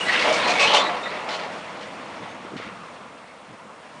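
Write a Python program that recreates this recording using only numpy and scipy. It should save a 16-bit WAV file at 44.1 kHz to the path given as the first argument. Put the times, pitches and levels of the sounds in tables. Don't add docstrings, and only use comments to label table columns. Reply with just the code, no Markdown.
import sys
import numpy as np
from scipy import signal
from scipy.io import wavfile

SR = 44100
rng = np.random.default_rng(int(sys.argv[2]) if len(sys.argv) > 2 else 0)


def output_pcm(signal):
    pcm = np.clip(np.atleast_2d(signal).T, -1, 1) * 32767
    wavfile.write(sys.argv[1], SR, np.round(pcm).astype(np.int16))


def nominal_scale(level):
    x = np.asarray(level, float) / 20
    return 10 ** x


N = 176400


def rms_one(x):
    return x / np.sqrt(np.mean(x ** 2) + 1e-20)


def butter(x, order, hz, kind):
    return signal.sosfilt(signal.butter(order, hz, kind, fs=SR, output="sos"), x)


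def in_time(rows):
    s, *columns = np.transpose(rows)
    return [np.interp(np.arange(N) / SR, s, column) for column in columns]


def at_hz(points, hz):
    table_hz, table_db = np.transpose(points)
    return np.interp(np.log(hz), np.log(table_hz), table_db)


def drift(rate_hz):
    r = np.exp(-80 * np.pi * rate_hz / SR)
    slow = signal.lfilter([1], [1, -2 * r, r * r], rng.standard_normal(N // 40 + 2002))
    slow = rms_one(slow[2000:])
    return np.interp(np.arange(N) / 40, np.arange(len(slow)), slow)


def ring(x, hz, t60_s):
    r = nominal_scale(-60 / (t60_s * SR))
    w = 2 * np.pi * hz / SR
    gain = np.sin(w) * np.sqrt(4 * (1 - r))
    return signal.lfilter([0, gain], [1, -2 * r * np.cos(w), r * r], x + 1e-18)


def burst(start_s, length_s, rise_s, fall_s):
    t = np.arange(N) / SR - start_s
    return np.clip(t / rise_s, 0, 1) * np.exp(-np.maximum(t - length_s, 0) / fall_s)


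CLICKS_PER_S, CLICK_SPREAD_DB = 6000, 3.5


def clicks():
    sizes = nominal_scale(CLICK_SPREAD_DB * np.minimum(rng.exponential(1, N), 4))
    sizes = sizes * rng.choice([-1, 1], N)
    return rms_one(sizes * (rng.random(N) < CLICKS_PER_S / SR))


GRIT = 0.1


def tread_noise(spectrum, patchy_db, tilt_db, bass_db):
    edges = 22 * 2 ** np.arange(0, 9.1, 1 / 3)
    together = drift(4.0)
    white = rng.standard_normal((2, N)) + GRIT * clicks()
    out, flat_power = 0, 0
    for k, (low, high) in enumerate(zip(edges, edges[1:])):
        hz = np.sqrt(low * high)
        band = nominal_scale(at_hz(spectrum, hz)) * butter(white[k % 2], 2, [low, high], "band")
        flat_power += np.mean(band ** 2)
        flicker_db = patchy_db * (0.37 * together + drift(14.3))
        treble_db = tilt_db * max(np.log2(hz / 1000), 0)
        low_db = bass_db * np.clip(np.log2(400 / hz), 0, 2)
        out = out + band * nominal_scale(flicker_db + treble_db + low_db)
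    return out / np.sqrt(flat_power)


# (time [s], level before ROLL_TRIM_DB [dB], tilt above 1 kHz [dB/octave],
# tilt below 400 Hz, held past two octaves [dB/octave])
ROLL = [(0.0, -28.5, 2, -1.5), (0.17, -26, 1.5, -1.5), (0.38, -24, 1.5, -3), (0.69, -25.5, 0.5, 1.5),
        (0.98, -31.5, -0.5, -0.5), (1.31, -31, -0.5, -3), (1.57, -35, 0.5, 4), (2.82, -41, -0.5, 7),
        (3.4, -45, -0.5, 4), (4.0, -44, 0.0, 4)]
# (frequency [Hz], relative density [dB per Hz])
TYRES = [(15, -75), (25, -57.5), (73, -24), (155, -13), (185, -5), (346, -4), (445, -8), (504, -1),
         (810, -1), (1120, -0.5), (1590, -8), (2210, -7.5), (9900, -34.5), (12900, -41), (21800, -120)]
# (frequency [Hz], nominal width [Hz], level re tyre roar [dB])
DRONE = [(193.6, 30, -20.5), (495.4, 28, -14), (629, 25, -15.5)]
ROLL_TRIM_DB, ROLL_PATCHY_DB = 0.5, 1.5


def rolling():
    level_db, tilt_db, bass_db = in_time(ROLL)
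    drone = 0
    for hz, width_hz, db in DRONE:
        swell = nominal_scale(db + 1.3 * drift(8.4))
        drone = drone + swell * rms_one(ring(rng.standard_normal(N), hz, 1.87 / width_hz))
    roar = tread_noise(TYRES, ROLL_PATCHY_DB, tilt_db, bass_db)
    return nominal_scale(level_db + ROLL_TRIM_DB) * (roar + drone)


HISS_DB = -58


def hiss():
    return nominal_scale(HISS_DB) * rng.standard_normal(N)


# (time [s], length [s], frequency [Hz], level [dB], roughness [0-1, clipped at 1])
SQUEAKS = [(.004, 0.011, 2896, -24.5, 0), (.023, 0.016, 2830, -28, 0), (.06, 0.018, 2930, -33, 0.55),
           (.058, 0.037, 1994, -29, 0.4), (.058, .026, 4010, -34.5, 0.9), (.083, 0.022, 1924, -20.5, 0.54),
           (.114, 0.045, 1873, -26.5, 0.88), (.126, 0.016, 2710, -27, 0.6), (.15, 0.0177, 3730, -32, 0.9),
           (.28, .1, 2275, -30, 0), (.388, 0.038, 3740, -34, 0.8), (.43, 0.092, 4160, -31, 0.9),
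           (.476, 0.048, 2460, -25.5, .7), (.55, .045, 2233, -24.5, 0.65), (.59, .075, 2576, -20, .7),
           (.59, .055, 7800, -39.5, 0.9), (.597, 0.069, 4085, -32, .9), (.625, 0.026, 2260, -22, 0.2),
           (.67, 0.11, 3027, -22.5, 0.9), (.74, 0.035, 3110, -27, 0.9), (.745, 0.073, 3535, -26.5, 0.6),
           (.8, 0.082, 3890, -33.5, 0.84), (.845, 0.053, 1950, -34, 0.2), (1.025, 0.045, 3690, -38, .7),
           (1.07, 0.038, 3990, -42, 1.1), (1.054, 0.019, 1934, -29.5, 0.54), (2.28, 0.067, 6450, -61, 0.6),
           (3.275, .045, 2200, -54, .7), (3.275, 0.05, 4300, -66, 0.6)]
SQUEAK_EDGE_S, SQUEAK_WAVER, SQUEAK_SECOND_DB, SQUEAK_GRAIN_HZ = 0.0074, 0.008, -20.5, 260


def squeaks():
    waver = drift(58.0)
    grain = rms_one(butter(rng.standard_normal((2, N)), 2, SQUEAK_GRAIN_HZ, "low"))
    out = 0
    for k, (s, length_s, hz, db, rough) in enumerate(SQUEAKS):
        rough = np.clip(rough, 0, 1)
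        pitch_hz = hz * (1 + SQUEAK_WAVER * np.roll(waver, 5003 * k))
        phase = 2 * np.pi * np.cumsum(pitch_hz) / SR
        in_phase, quadrature = np.roll(grain, 3001 * k, axis=1) * rough
        steady = np.sqrt(2 - 2 * rough ** 2)
        wave = np.sin(phase) + nominal_scale(SQUEAK_SECOND_DB) * np.sin(2 * phase)
        tone = (steady + in_phase) * wave + quadrature * np.cos(phase)
        out = out + nominal_scale(db) * burst(s, length_s, SQUEAK_EDGE_S, SQUEAK_EDGE_S) * tone
    return out


# (time [s], length [s], level [dB], brightness re 3 kHz [dB/octave],
# top frequency [Hz])
CLATTER = [(0.082, 0.078, -24.5, -3.5, 4500), (.125, 0.06, -29.5, -7, 4600), (0.191, 0.11, -24, -2.5, 8000),
           (0.324, 0.024, -31.5, 11, 8000), (0.356, 0.15, -28, -9.5, 4600), (0.473, 0.04, -34.5, 15, 7440),
           (0.535, 0.054, -29.5, 0.5, 4820), (0.594, 0.054, -19.5, 3.5, 9000),
           (0.671, 0.074, -23.5, -0.5, 4800), (0.734, 0.035, -18.5, 5, 8500),
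           (0.792, 0.076, -35, -10.5, 4560), (0.888, 0.089, -35.5, -7.5, 4500),
           (1.102, .07, -37.5, -9, 5000), (1.286, 0.067, -29.5, -0.5, 6200),
           (1.387, 0.055, -36.5, -4.5, 4600), (1.807, 0.036, -41, 0, 7000), (2.226, 0.084, -45.5, -5, 5200),
           (2.564, 0.023, -37.5, -2.5, 7000), (2.608, 0.073, -44, -8.5, 4500)]
# (frequency [Hz], relative density [dB per Hz])
STEEL = [(1100, -6), (1500, -3.5), (2000, 3), (2600, 2.5), (3300, 0.5), (4200, -1.5), (5200, -7.5),
         (6200, -13.5), (7500, -26), (10000, -52)]
CLATTER_RISE_S, CLATTER_FALL_S, STEEL_LOW_HZ = 0.0024, 0.028, 1134
STEEL_CYCLES, STEEL_WANDER_DB, TOP_FALL_DB_PER_OCTAVE = 26, 2, 21


def clatter():
    modes_hz = np.geomspace(1250, 10000, num=28) * rng.uniform(0.99, 1.03, 28)
    gains = nominal_scale(at_hz(STEEL, modes_hz)) * np.sqrt(modes_hz)
    gains = gains / np.sqrt(np.sum(gains ** 2))
    start_s, length_s, db, tilt, top_hz = np.transpose(CLATTER)
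    shapes = np.array([burst(s, d, CLATTER_RISE_S, CLATTER_FALL_S) for s, d in zip(start_s, length_s)])
    hits, dealt, wander = clicks(), rng.integers(0, 4, N), drift(15.0)
    out = 0
    for k, hz in enumerate(modes_hz):
        top_fall_db = TOP_FALL_DB_PER_OCTAVE * np.maximum(np.log2(hz / top_hz), 0)
        push = nominal_scale(db + tilt * np.log2(hz / 3000) - top_fall_db) @ shapes
        push = push * nominal_scale(STEEL_WANDER_DB * np.roll(wander, 6007 * k))
        mode = ring(hits * (dealt == k % 4) * push, hz, STEEL_CYCLES / hz)
        out = out + 2 * gains[k] * butter(mode, 1, [hz / 1.45, hz * 1.54], "band")
    return butter(out, 4, STEEL_LOW_HZ, "high")


# (time [s], length [s], level [dB], brightness re 750 Hz [dB/octave])
BOOMS = [(0.238, 0.065, -21.5, -12.5), (0.346, 0.057, -44, 4), (0.413, 0.014, -48, -6),
         (0.454, 0.071, -23.5, -10), (0.591, 0.08, -26, 6.5), (0.689, 0.036, -23.5, -1),
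         (0.728, 0.043, -21.5, 5), (0.793, 0.088, -30, 1), (0.894, 0.082, -31.5, 7.5),
         (1.124, 0.031, -34, 0), (1.269, 0.068, -33, 4), (1.398, 0.066, -36.5, -4), (2.237, 0.047, -45, 9),
         (3.668, 0.026, -47.5, 10)]
# (frequency [Hz], relative level [dB], t60 [s])
DECK = [(330, -21, .05), (492, -9.5, 0.066), (607, -1, 0.08), (638, 0.5, 0.071), (727, 5.5, .1),
        (864, 7.5, 0.044), (986, 3, 0.08), (1100, 4, 0.054), (1237, -6, 0.095)]
BOOM_RISE_S, BOOM_FALL_S = 0.011, 0.03


def deck():
    start_s, length_s, db, tilt = np.transpose(BOOMS)
    shapes = np.array([burst(s, d, BOOM_RISE_S, BOOM_FALL_S) for s, d in zip(start_s, length_s)])
    hits = clicks()
    total = np.sqrt(sum(nominal_scale(2 * mode_db) for _, mode_db, _ in DECK))
    out = 0
    for hz, mode_db, t60_s in DECK:
        push = nominal_scale(db + tilt * np.log2(hz / 750)) @ shapes
        out = out + nominal_scale(mode_db + 2.5 * drift(9.5)) * ring(hits * push, hz, t60_s) / total
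    return butter(out, 3, (376, 1700), "band")


# (time [s], level [dB])
VAN = [(2.0, -58), (2.45, -59), (2.62, -43), (2.85, -44.5), (3.05, -47), (3.25, -52.5), (3.4, -54),
       (4.0, -52)]
# (frequency [Hz], relative density [dB per Hz])
VAN_TYRES = [(300, -13), (600, -18.5), (1000, 1.5), (1350, 3), (1600, -6), (2500, -13.5), (4000, -17),
             (9000, -30.5)]


def van():
    level_db, = in_time(VAN)
    return nominal_scale(level_db) * tread_noise(VAN_TYRES, patchy_db=1.9, tilt_db=0, bass_db=0)


# (time [s], length [s], level [dB])
GUSTS = [(2.186, 0.035, -44), (2.505, 0.074, -44), (2.634, 0.057, -43.5), (3.477, 0.052, -46.5),
         (3.638, 0.029, -48.5), (3.93, 0.042, -48)]


def gusts():
    lumps = rms_one(butter(rng.standard_normal(N), 2, (99, 344), "band"))
    return lumps * sum(nominal_scale(db) * burst(s, d, 0.024, 0.028) for s, d, db in GUSTS)


# (time [s], peak before the high-pass [dB], frequency [Hz])
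THUMPS = [(2.451, -31, 302), (2.521, -28, 380), (2.534, -28, 251), (2.54, -25, 330), (2.56, -27.5, 218),
          (2.5642, -26, 330), (2.6, -22.5, 487), (2.668, -31.5, 216)]
THUMP_CYCLES = 1.2


def wind():
    out = 0
    for s, db, hz in THUMPS:
        t = np.arange(N) / SR - s
        envelope = np.exp(-4 * (t * hz / THUMP_CYCLES) ** 2)
        out = out + nominal_scale(db) * envelope * np.cos(2 * np.pi * hz * t)
    return butter(out, 2, 120.0, "high")


def scene():
    trailer = rolling() + deck() + clatter() + squeaks()
    return np.tile(trailer + van() + wind() + gusts() + hiss(), (2, 1))


def low_pass(x):
    return signal.sosfilt(signal.butter(12, 10050, fs=SR, output="sos"), x)


MIC_LOW_HZ, CEILING, TOP_HZ = 70.0, 0.59, 10050


def record(dry):
    x = butter(dry, 2, MIC_LOW_HZ, "high")
    x = CEILING * np.tanh(x / CEILING)
    x = signal.sosfilt(signal.ellip(12, 0.5, 75, TOP_HZ, fs=SR, output="sos"), x)
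    return low_pass(x)


dry = scene()
out = record(dry)
output_pcm(out)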